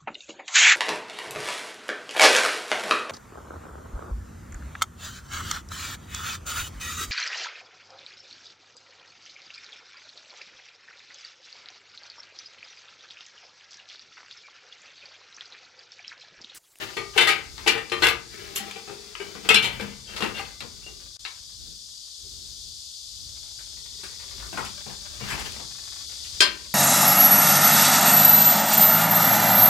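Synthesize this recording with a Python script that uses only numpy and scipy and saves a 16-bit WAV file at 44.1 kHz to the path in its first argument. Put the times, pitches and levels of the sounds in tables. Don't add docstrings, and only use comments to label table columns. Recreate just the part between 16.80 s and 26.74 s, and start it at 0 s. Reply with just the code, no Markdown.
import sys
import numpy as np
from scipy import signal
from scipy.fft import rfft, irfft
from scipy.io import wavfile
from scipy.ndimage import uniform_filter1d, minimum_filter1d

SR = 44100
rng = np.random.default_rng(int(sys.argv[2]) if len(sys.argv) > 2 else 0)


def dump(signal):
    limited = np.clip(np.atleast_2d(signal).T, -1, 1)
    pcm = np.round(limited * 32767).astype(np.int16)
    wavfile.write(sys.argv[1], SR, pcm)


N = 438354
TIME_S = np.arange(N) / SR
BLOW_SAMPLES, ATTACK_SAMPLES = 20480, 970
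BLOW_TIME_S = np.arange(BLOW_SAMPLES) / SR
SCENE_HZ, BLOW_HZ = np.fft.rfftfreq(N, 1 / SR), np.fft.rfftfreq(BLOW_SAMPLES, 1 / SR)


def amp(db):
    return 10 ** (np.asarray(db) / 20)


def rms(x):
    return np.sqrt(np.mean(x ** 2) + 1e-20)


def add(mix, start_s, sound):
    part = mix[:, round(start_s * SR):][:, :sound.shape[1]]
    part += sound[:, :part.shape[1]]


def curve(points, hz):
    freq_hz, value = np.transpose(points)
    return np.interp(np.log(hz + 1), np.log(freq_hz + 1), value)


def resonances_db(peaks, hz):
    return sum(db / (1 + (2 * (hz - centre_hz) / width_hz) ** 2) for centre_hz, width_hz, db in peaks)


def pan_db(points, hz):
    return np.array([[.5], [-.5]]) * curve(points, hz)


def colour(x, gain_db):
    size = x.shape[-1]
    log_gain = np.log(amp(np.concatenate([gain_db, gain_db[..., -2:0:-1]], axis=-1)))
    response = np.exp(np.conj(signal.hilbert(log_gain)))[..., :size // 2 + 1]
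    return irfft(rfft(x) * response, size)


def noise_pair(size, correlation):
    left, other = rng.standard_normal((2, size))
    return np.array([left, correlation * left + np.sqrt(1 - correlation ** 2) * other])


HISS_SPECTRUM = [(1500, -26.5), (2400, -18.5), (2950, -8), (3400, 2.5), (4000, 2), (4700, 6.5), (5800, 3),
                 (6800, 3), (8300, -4), (9000, -9), (12000, -12), (13000, -18), (15800, -51)]
VALVE_RESONANCES = [(3560, 200, 3), (4720, 180, 2.5), (5090, 100, 2), (8280, 200, 4), (9650, 300, 7)]  # centre_hz, width_hz, gain_db
HISS_PAN = [(1300, -17), (2400, 3.5), (4400, 10.5), (6000, 6.5), (8100, -1.5), (15000, 1.5)]  # freq_hz, left_minus_right_db
HISS_SWELL = [(0.0, -47.5), (4.1, -46.5), (5.75, -42.5), (8.4, -41.5), (9.6, -38.5)]  # time_s, level_db


def valve_hiss():
    spectrum_db = curve(HISS_SPECTRUM, SCENE_HZ) + resonances_db(VALVE_RESONANCES, SCENE_HZ)
    jet = colour(noise_pair(N, 0.51), spectrum_db + pan_db(HISS_PAN, SCENE_HZ))
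    level_db = 0.41 + np.interp(TIME_S, *np.transpose(HISS_SWELL))
    return jet / rms(jet.mean(0)) * amp(level_db)


RUMBLE_SPECTRUM = [(15, -25), (30, -26), (45, -5), (60, -4), (80, -7.5), (115, -13), (160, -20.5),
                   (300, -26), (900, -42.5)]


def rumble(handling_gain, base_db=-54.5, wander_step_s=0.28):
    low = colour(noise_pair(N, 0.19), curve(RUMBLE_SPECTRUM, SCENE_HZ))
    wander_db = 6 * np.interp(TIME_S / wander_step_s, np.arange(N), rng.uniform(-2.48, 1, N))
    return np.hypot(amp(base_db + wander_db), handling_gain) * low / rms(low.mean(0))


TOILET_PAN = [(60, 2), (130, 10), (250, 12), (420, 10), (800, 8), (2400, 8), (4400, 7.5), (8000, .5),
              (15000, 0)]
WALL_RESONANCES = [(123.2, 76, 2), (160, 29, -9.5), (225.6, 10, 3.5), (250, 20, -3)]  # centre_hz, width_hz, gain_db


def path_db(hz):
    return pan_db(TOILET_PAN, hz) + resonances_db(WALL_RESONANCES, hz)


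ROOM_DECAY = [(120, 0.97), (400, 0.27), (1000, 0.37), (2800, 0.27), (5000, 0.21), (9000, 0.17),
              (15000, 0.23)]


def room_tail(build_s=0.0079):
    hz, time_s, spectra = signal.stft(noise_pair(BLOW_SAMPLES, 0.13), SR, nperseg=256)
    decay = amp(-60 * time_s / curve(ROOM_DECAY, hz)[:, None])
    _, tail = signal.istft(spectra * decay, SR, nperseg=256)
    return tail[:, :BLOW_SAMPLES] * (1 - np.exp(-BLOW_TIME_S / build_s))


def modal_body(modes, emphasis_db=0, width_hz=1):
    hz, level_db, t60_s = np.transpose(modes)[:, :, None]
    time_s = BLOW_TIME_S[:BLOW_SAMPLES * 2 // 3]
    waves = amp(level_db) * np.exp((2j * np.pi * hz - np.log(1000) / t60_s) * time_s)
    peaks = 1 / (1 + (2 * (BLOW_HZ - hz) / width_hz) ** 2)
    return waves, emphasis_db * peaks.max(axis=0)


def ringing(waves, scatter_db, spread_rad=0.92):
    strength, phase, lag = rng.standard_normal((3, len(waves)))
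    left = amp(scatter_db * strength) * np.exp(2j * np.pi * phase)
    right = left * np.exp(1j * spread_rad * lag)
    ring = (np.array([left, right]) @ waves).real
    return np.pad(ring, ((0, 0), (0, BLOW_SAMPLES - ring.shape[1])))


LOWERED_SEAT_MODES = [(355, -10, 0.35), (455, -9, 0.35), (721, -14, 0.38), (799, -10, 0.38),
                      (912, -11, 0.37), (999, -13, 0.37), (1198, -8, 0.35), (1244, -12, 0.35),
                      (1300, -9, 0.34), (1507, -7, 0.34), (1596, -10, 0.34), (1906, -6, 0.32),
                      (1968, -7, 0.32), (2056, -2, 0.32), (2210, -6, 0.31), (2339, -2, 0.31),
                      (2573, 0, 0.3), (2676, -5, 0.3), (2719, -3, 0.3), (2764, 0, 0.3), (3044, 0, 0.29),
                      (3184, -5, 0.28), (3416, -2, 0.28), (3459, -6, 0.28), (3550, -8, 0.27),
                      (3626, -6, 0.27), (4075, -8, 0.26), (4186, -9, 0.26), (4498, -10, 0.26),
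                      (5389, -14, 0.23)]
SCRAPE_SPECTRUM = [(300, -19), (550, 0.5), (800, -3), (1300, 0.5), (2000, 0), (2800, -0.5), (4200, -4),
                   (8000, -14.5), (15000, -18.5)]
SHUFFLE_SPECTRUM = [(50, -30.5), (110, -4.5), (200, -1), (280, -9.5), (400, 3.5), (520, -13), (800, -32),
                    (2000, -26)]


def rubbing(gains, scrape_db, shuffle_db, ring_db, slips_per_s, uneven_db, tail_s=0.013):
    out = np.zeros((2, N))
    waves, _ = modal_body(LOWERED_SEAT_MODES)
    for gain, spectrum, trim_db in zip(gains, (SCRAPE_SPECTRUM, SHUFFLE_SPECTRUM), (scrape_db, shuffle_db)):
        slips = (rng.random(N) < slips_per_s / SR) * rng.choice([-1, 1], N)
        slips = slips * amp(uneven_db * np.minimum(rng.exponential(1, N), 4))
        rub = np.zeros((2, N))
        for start in range(0, N, BLOW_SAMPLES):
            tail = room_tail() * np.exp(-BLOW_TIME_S / tail_s)
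            ring = ringing(waves, scatter_db=6)
            response = tail / rms(tail) + amp(ring_db) * ring / rms(ring)
            block = slips[None, start:start + BLOW_SAMPLES]
            add(rub, start / SR, signal.fftconvolve(block, response, axes=1))
        rub = colour(rub, curve(spectrum, SCENE_HZ) + path_db(SCENE_HZ))
        out += rub / rms(rub.mean(0)) * amp(trim_db) * gain
    return out


SEAT_PUSHES = [(-0.06, 0.054, -27, -30, -54), (0.329, 0.13, -25.5, -37, -68),
               (0.734, 0.29, -44, -40.5, -69), (1.166, 0.13, -35, -54, -40.5),
               (1.48, 0.41, -41.5, -40, -76), (1.73, 0.57, -48.5, -44.5, -79), (2.356, 0.22, -46, -42, -61),
               (2.594, 0.32, -41, -34.5, -53), (2.856, 0.19, -37.5, -48, -44.5),
               (3.257, 0.19, -37.5, -39, -52), (3.396, 0.046, -33, -50, -61),
               (3.502, 0.073, -34.5, -51, -53), (3.76, 0.48, -63.5, -56, -55), (4.745, 0.14, -65, -74, -51),
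               (5.366, 0.33, -66, -53.5, -54), (7.51, 0.3, -53, -57, -47), (8.444, 0.046, -31, -39.5, -60)]


def seat_slides(attack_s=0.08, release_s=0.079):
    power = np.zeros((3, N))
    for start_s, length_s, *levels_db in SEAT_PUSHES:
        age_s = TIME_S - start_s
        force = np.clip(age_s / attack_s, 0, 1) * np.exp(-np.maximum(age_s - length_s, 0) / release_s)
        power += (amp(levels_db)[:, None] * force) ** 2
    *gains, rumble_gain = np.sqrt(power)
    rub = rubbing(gains, scrape_db=-4.5, shuffle_db=-10.5, ring_db=-12.5, slips_per_s=300, uneven_db=-1.5)
    return rub, rumble_gain


def damped_modes_db():
    ripple = uniform_filter1d(rng.standard_normal(len(BLOW_HZ)), size=64)
    ripple = uniform_filter1d(ripple, size=48)
    return 3 * np.clip(ripple / rms(ripple), -2, 1.7)


CLACK_SPECTRUM = [(35, -50.5), (60, -43), (112, -8.5), (259, -10), (443, -5.5), (642, -10.5), (792, -6.5),
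                  (1420, -4.5), (2650, 0.5), (3500, -2.5), (6410, -13.5), (8280, -13), (9080, -40),
                  (9740, -14), (12100, -25.5), (15500, -31.5)]
TINT_BANDS_HZ = [60, 170, 430, 1100, 2900, 7500]  # bass_hz, thud_hz, hollow_hz, body_hz, clack_hz, snap_hz
HOLLOW_PER_THUD, BODY_PER_THUD = 0.61, 0.46


def blow(seat, peaks, level_db, thud_db, hollow_db, body_db, snap_db, room_db, ring_db,
         crack_db, crack_s, shudder_db, shudder_s, rise_s):
    waves, modes_db = seat
    crack = amp(crack_db) * np.exp(-BLOW_TIME_S / crack_s) * noise_pair(BLOW_SAMPLES, 0.7)
    shudder = amp(shudder_db) * np.exp(-BLOW_TIME_S / shudder_s) * noise_pair(BLOW_SAMPLES, 0.34)
    impact = crack + amp(room_db) * (shudder + room_tail())
    spectrum_db = curve(CLACK_SPECTRUM, BLOW_HZ) + resonances_db(peaks, BLOW_HZ)
    clack = colour(impact, spectrum_db + modes_db + damped_modes_db())
    ring = ringing(waves, scatter_db=3)
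    sound = clack / rms(clack[:, :ATTACK_SAMPLES]) + amp(ring_db) * ring / rms(ring[:, :ATTACK_SAMPLES])
    sound *= 1 - np.exp(-BLOW_TIME_S / rise_s)
    sound /= rms(sound[:, :ATTACK_SAMPLES])
    tint = list(zip(TINT_BANDS_HZ, [thud_db / 2, thud_db, hollow_db, body_db, 0, snap_db]))
    return amp(level_db) * colour(sound, curve(tint, BLOW_HZ) + path_db(BLOW_HZ))


def favoured_mode(hz, level_db, t60_at_1khz_s, rise_s=0.0028, rise_cycles=0.6, waver_depth=0.66):
    real, imag = rng.standard_normal((2, 2, BLOW_SAMPLES))
    waver = uniform_filter1d(real + 1j * imag, size=500)
    tone = np.exp(2j * np.pi * (hz * BLOW_TIME_S + rng.random()))
    tone = tone * (1 + waver_depth * waver / rms(abs(waver)))
    t60_s = t60_at_1khz_s * (1000 / hz) ** 0.25
    rise = 1 - np.exp(-BLOW_TIME_S / (rise_s + rise_cycles / hz))
    decay = amp(-60 * BLOW_TIME_S / t60_s)
    return amp(level_db + pan_db(TOILET_PAN, hz)) * rise * decay * tone.real


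# [(freq_hz, level_db)]
RIM_KNOCKS = [(0.167, -33.5, 9, -4, -2, 0.48, [(400, -38), (1213, -33), (1905, -39.5), (2230, -36),
              (3084, -45.5), (4303, -38)]), (0.361, -40, -3, 8, -18, 0.14, [(436, -20.5), (785, -28),
              (2239, -32)]), (0.3763, -13, -8, 4, -9, 0.5, [(1534, -22), (2056, -19), (2247, -22),
              (2675, -29), (3047, -13.5), (4030, -24)]), (0.384, -19.5, -4, -32, 3.5, 0.38, [(917, -25.5),
              (2341, -22), (3628, -17.5)]), (0.408, -17.5, -7, 11.5, -5, 0.46, [(1649, -26), (2056, -21.5),
              (3628, -26)]), (0.472, -17.5, -11, -1, -13, 0.29, [(794, -24.5), (1250, -20), (1905, -18),
              (3445, -21.5), (4180, -24)]), (0.486, -17.5, -18, 13, -4.5, 0.31, [(430, -31.5), (1612, -26),
              (2204, -15.5), (2352, -15.5), (2855, -22)]), (0.862, -28, 10, 24, 2.5, 0.15, [(341, -30),
              (915, -46), (2083, -36)]), (0.874, -14.5, -13, 28, -7, 0.4, [(454, -27.5), (1493, -32),
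              (1967, -21.5), (2365, -16), (2812, -20.5)]), (0.952, -32, 10, -7, -9.5, 0.15, [(452, -26),
              (812, -28.5), (1200, -36), (2812, -26)]), (0.976, -35, 8, -6.5, -6.5, 0.16, [(1500, -34),
              (1830, -25), (2715, -30)]), (1.118, -28, 4, -4, -1.5, 0.37, [(357, -32.5), (1195, -27.5),
              (1830, -32), (2430, -33.5), (3127, -29), (4067, -31)]),
              (1.221, -21, 2, 1.5, 1, 0.36, [(349, -29), (1507, -26.5), (3421, -27), (4268, -24)]),
              (1.233, -19.5, 0.5, 2, -7, 0.35, [(1649, -20.5), (2042, -19.5), (2764, -15.5)]),
              (1.252, -27.5, -1, -3, -9.5, 0.27, [(1508, -19.5), (2166, -19.5)]),
              (1.268, -21, -11, -11, -11.5, 0.21, [(457, -27), (1596, -25), (2720, -17.5)]),
              (1.285, -24, -6.5, -8, -13.5, 0.21, [(1200, -24), (2585, -21.5), (4070, -24)]),
              (1.799, -58, 16, -7, 14, 0.5, [(207, -46), (788, -41), (1919, -49)]),
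              (1.957, -44, 2, 7, -3, 0.25, [(454, -41), (791, -39), (2363, -39)]),
              (2.075, -49.5, 16, -6, -12, 0.41, [(406, -42.5), (791, -47), (2605, -50)]),
              (2.096, -51, 23.5, -8, -21, 0.46, [(1235, -63)]),
              (2.399, -44.5, 14, -1.5, -5, 0.3, [(401, -34.5), (1577, -43), (2282, -37.5), (2925, -39)]),
              (2.551, -50.5, 25.5, -9.5, -15.5, 0.3, [(205, -44), (2340, -62.5)]),
              (2.648, -43.5, 10, 11, 0, 0.26, [(372, -50), (2170, -54)]),
              (2.689, -15, -7.5, -5.5, -13.5, 0.32, [(2567, -11.5), (3189, -19.5), (3410, -29)]),
              (2.699, -19, 5.5, -1.5, -12, 0.37, [(207, -27.5), (440, -30), (1302, -19), (2174, -18),
              (2758, -15), (4500, -28)]), (2.7433, -13, -19.5, -10, -25, 0.21, [(2546, -14.5), (3418, -8),
              (3544, -16.5), (4048, -15), (5370, -19)]), (2.756, -32, -16, -7, -8, 0.31, [(1571, -25),
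              (2336, -14), (2767, -10.5), (3041, -14.5), (4180, -17)]),
              (2.7695, -23.5, -25, -26, -7, 0.08, [(2766, -14), (4100, -21)]),
              (2.824, -22.5, -21, 3, -4, 0.66, [(126, -35), (2325, -29), (3006, -33)]),
              (2.842, -22, -6.5, -3, -11, 0.37, [(936, -34.5), (2342, -36), (2772, -31), (3138, -23.5),
              (3741, -32), (4188, -27.5)]), (2.997, -37, 13, -4, -12, 0.32, [(462, -35), (1563, -41),
              (2341, -39)]), (3.015, -45.5, 8, 3, -26, 0.32, [(204, -33), (1752, -40)]),
              (3.405, -36, 11.5, -3, -20, 0.3, [(1235, -53), (2820, -39)]),
              (3.424, -32.5, 11.5, 14, -6.5, 0.16, [(207, -33), (1025, -38), (1313, -36), (2764, -27)]),
              (3.576, -47, -1, 2, 2, 0.77, [(2061, -45), (4379, -45)]),
              (3.594, -39, 8.5, -6, -12, 0.14, [(791, -35.5), (1197, -36)]),
              (3.806, -49.5, 20.5, 14, -31, 0.28, [(462, -59), (1407, -47)]),
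              (4.063, -58, 23, 4, -3, 0.32, [(393, -55), (2800, -43.5)]),
              (8.408, -47, 16, -3, -12, 0.25, [(121, -38), (201, -40.5), (2277, -44), (2823, -42)])]


def rim_knocks(peak_q=16, peak_db=4.5, trim_db=-0.32):
    out = np.zeros((2, N))
    seat = modal_body(LOWERED_SEAT_MODES, emphasis_db=3, width_hz=33)
    for start_s, level_db, thud_db, room_db, ring_db, t60_at_1khz_s, favoured in RIM_KNOCKS:
        peaks = [(hz, hz / peak_q, peak_db) for hz, _ in favoured]
        knock = blow(seat, peaks, level_db + trim_db, thud_db,
                     hollow_db=6 + HOLLOW_PER_THUD * thud_db, body_db=2 + BODY_PER_THUD * thud_db,
                     snap_db=4, room_db=room_db, ring_db=ring_db,
                     crack_db=5, crack_s=0.0019, shudder_db=-2, shudder_s=0.014, rise_s=0.0014)
        add(out, start_s, knock)
        for hz, mode_db in favoured:
            add(out, start_s, favoured_mode(hz, mode_db, t60_at_1khz_s))
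    return out


FITTING_CLICKS = [(0.78, -45, 4080, 14.5, 4, -10), (0.88, -21.5, 4140, -2, -2, -22),
                  (1.098, -43, 4460, 0, 8, -8), (1.269, -23, 2690, -7, 6.5, -24),
                  (1.7593, -33.5, 2860, 1, 26, 0), (1.911, -40, 2940, -2, 7, -16),
                  (2.352, -40.5, 2740, 8.5, -18, -12), (2.6894, -28.5, 2900, 0.5, 22, -25),
                  (2.714, -20, 2650, -11, -5, -9), (3.01, -43.5, 4930, -3, 14, -18),
                  (3.3628, -39, 4420, 12, 12.5, 2), (3.4228, -32, 3900, 14, 1, -15),
                  (3.8057, -39, 4000, -2, 7, -13), (4.4507, -32, 4140, 4, -9, -6.5)]


def hinge_clicks(width_hz=1700, peak_db=12.5):
    out = np.zeros((2, N))
    seat = modal_body(LOWERED_SEAT_MODES, emphasis_db=2.5, width_hz=35)
    for start_s, level_db, pitch_hz, body_db, snap_db, room_db in FITTING_CLICKS:
        click = blow(seat, [(pitch_hz, width_hz, peak_db)], level_db, thud_db=-21, hollow_db=-9.5,
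                     body_db=body_db, snap_db=snap_db, room_db=room_db, ring_db=-20,
                     crack_db=5, crack_s=0.0011, shudder_db=0, shudder_s=0.015, rise_s=0.0004)
        add(out, start_s, click)
    return out


GLAZE_SQUEAKS = [(1.23, 0.094, 12370, 4000, -38), (1.592, 0.068, 2990, 45, -53),
                 (1.75, 0.043, 11800, 700, -34), (3.255, 0.075, 3170, 90, -49),
                 (3.268, 0.064, 2740, 40, -52.5), (3.437, 0.08, 2650, 160, -43),
                 (3.533, 0.095, 2770, 40, -41), (3.538, 0.072, 3530, 500, -43),
                 (4.029, 0.072, 2790, 140, -52)]


def glaze_squeaks():
    out = np.zeros((2, N))
    for start_s, length_s, pitch_hz, width_hz, level_db in GLAZE_SQUEAKS:
        band_db = -20 * np.log10(1 + (2 * (BLOW_HZ - pitch_hz) / width_hz) ** 2)
        tone = colour(noise_pair(BLOW_SAMPLES, 0.79), band_db)[:, :round(length_s * SR)]
        fade = signal.windows.tukey(tone.shape[1], .5)
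        add(out, start_s, amp(level_db + path_db(pitch_hz)) * tone / rms(tone) * fade)
    return out


HAND_BUMPS = [(4.462, -56, -2, 6, 2, 1310), (4.871, -72.5, 34, -4, 10, 203), (6.787, -52, 3, -1, -4, 1700),
              (7.234, -43.5, 8, 0.5, -9, 1440), (7.621, -51.5, 0, 11, 0, 1200),
              (7.727, -45.5, 21, 11, 9, 700), (7.7732, -40, 25.5, 21.5, -12, 1440),
              (7.849, -40, 14, -2, -15, 2500), (8.062, -52, 26, 7, -4, 695),
              (8.095, -49, 17.5, 6.5, 8, 700), (8.486, -40.5, -8, 7, -17, 1600),
              (8.503, -37, -7, 12, -5, 2000), (8.522, -38.5, 27, 10, -7, 2600),
              (8.578, -44, 18, 10, -11, 1100), (8.595, -40.5, 6, -2, -17, 2100),
              (8.651, -44, 22, 0, -8, 2920), (8.72, -44.5, -7, -17, -26, 3270),
              (8.763, -52.5, 26, 12.5, -18, 654), (8.797, -61, 30, 18, -4, 584),
              (8.834, -66, 26, 7, -15, 500), (9.444, -46.5, -21, -2, 3, 3000)]


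def hand_bumps(width_hz=980, peak_db=7, trim_db=-0.5):
    out = np.zeros((2, N))
    seat = modal_body(LOWERED_SEAT_MODES, emphasis_db=1.5, width_hz=56)
    for start_s, level_db, thud_db, body_db, room_db, pitch_hz in HAND_BUMPS:
        bump = blow(seat, [(pitch_hz, width_hz, peak_db)], level_db + trim_db, thud_db,
                    hollow_db=-2.5 + HOLLOW_PER_THUD * thud_db, body_db=body_db,
                    snap_db=12, room_db=room_db, ring_db=-np.inf,
                    crack_db=2.5, crack_s=0.0011, shudder_db=1.5, shudder_s=0.035, rise_s=0.0012)
        add(out, start_s, bump)
    return out


ARM_MOVEMENT = [(4.55, -67), (4.89, -73.5), (5.3, -75), (6.2, -84), (6.61, -64.5), (6.76, -67),
                (7.04, -61.5), (7.78, -52), (8.18, -58), (8.62, -41), (8.86, -58.5), (9.46, -57),
                (9.67, -47), (9.83, -50.5), (9.94, -62)]


def clothes_brushing(rest_db=-62):
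    level_db = np.interp(TIME_S, *np.transpose(ARM_MOVEMENT))
    effort_db = level_db - rest_db
    gains = amp([level_db + 3.5, -68.5 + 0.96 * effort_db])
    rub = rubbing(gains, scrape_db=-2, shuffle_db=-4, ring_db=-30.5, slips_per_s=200, uneven_db=4.5)
    return rub, amp(-59 + 0.84 * effort_db)


RAISED_SEAT_MODES = [(592, -14, 0.28), (1012, -14, 0.28), (1572, -5, 0.2), (1611, -4, 0.22),
                     (1750, -13, 0.3), (2340, -10, 0.32), (2587, -11, 0.22), (2660, -5, 0.22),
                     (2756, -9, 0.32), (3194, 4, 0.25), (3219, -1, 0.25), (3412, -7, 0.25),
                     (3710, -5, 0.23), (4058, -2, 0.21), (4200, -4, 0.21), (4257, -7, 0.27),
                     (4494, -7, 0.23), (4762, -5, 0.22), (4917, -5, 0.25), (5362, -11, 0.12),
                     (6546, -18, 0.18), (6831, -18, 0.18), (8393, -17, 0.2)]
RAISED_SEAT_PEAKS = [(345, 96, 3), (1560, 200, 2), (2580, 210, 4), (3250, 140, 10), (4970, 1300, 9),
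                     (6500, 330, 6), (8530, 200, 11), (8680, 340, 13.5)]
TANK_RING = [(589, -25, 0.23), (1013, -26.5, 0.37), (1572, -14.5, 0.27), (1850, -29, 0.49),
             (2330, -21, 0.39), (2820, -26, 0.57), (3185, -13, 0.37), (4225, -18.5, 0.55), (4760, -14, 0.2),
             (4930, -17, 0.34)]
# start_s, level_db, thud_db, hollow_db, body_db, snap_db, room_db, ring_db
TANK_BLOWS = [(9.605, -8.5, -9, -1, 0.5, 6, -5, -9), (9.6204, -15, -5, -4, 4, 3, -21, -2),
              (9.625, -15, -3, -8, -9, 0, -18, -13)]


def tank_hit():
    out = np.zeros((2, N))
    seat = modal_body(RAISED_SEAT_MODES, emphasis_db=4.5, width_hz=65)
    for start_s, *levels_db in TANK_BLOWS:
        hit = blow(seat, RAISED_SEAT_PEAKS, *levels_db,
                   crack_db=-4, crack_s=0.0012, shudder_db=4.5, shudder_s=0.0099, rise_s=0.00065)
        add(out, start_s, hit)
    first_hit_s = TANK_BLOWS[0][0]
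    for hz, mode_db, t60_at_1khz_s in TANK_RING:
        add(out, first_hit_s, favoured_mode(hz, mode_db, t60_at_1khz_s))
    return out


def scene():
    slides, push_gain = seat_slides()
    clothes, sway_gain = clothes_brushing()
    blows = rim_knocks() + hinge_clicks() + tank_hit() + hand_bumps()
    friction = glaze_squeaks() + slides + clothes
    return blows + friction + valve_hiss() + rumble(np.hypot(push_gain, sway_gain))


def gain_control(x, threshold_db=-15.5, share=0.47, hold_s=0.1, recover_db_per_s=13.5):
    power = uniform_filter1d((x ** 2).mean(0), size=200)
    power_db = 10 * np.log10(abs(power) + 1e-12)
    excess_db = np.maximum(power_db - threshold_db, 0)
    half_hold = int(hold_s * SR / 2)
    held_db = -minimum_filter1d(-excess_db, size=2 * half_hold + 1, origin=half_hold)
    recovery_db = recover_db_per_s * TIME_S
    cut_db = np.maximum.accumulate(share * held_db + recovery_db) - recovery_db
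    return x * amp(-uniform_filter1d(cut_db, size=100))


def record(dry):
    dip_start_s, dip_end_s, dip_db = 4.371, 4.392, -22
    cutoff_hz = 15900
    dip = uniform_filter1d(1. * ((TIME_S > dip_start_s) & (TIME_S < dip_end_s)), size=200)
    sound = gain_control(dry) * amp(dip_db * dip)
    rounded = sound / (1 + sound ** 6) ** (1 / 6)
    lowpass = signal.firwin(511, cutoff_hz, window=("kaiser", 9), fs=SR)
    return signal.oaconvolve(rounded, lowpass[None], "same")


dry = scene()
out = record(dry)
dump(out)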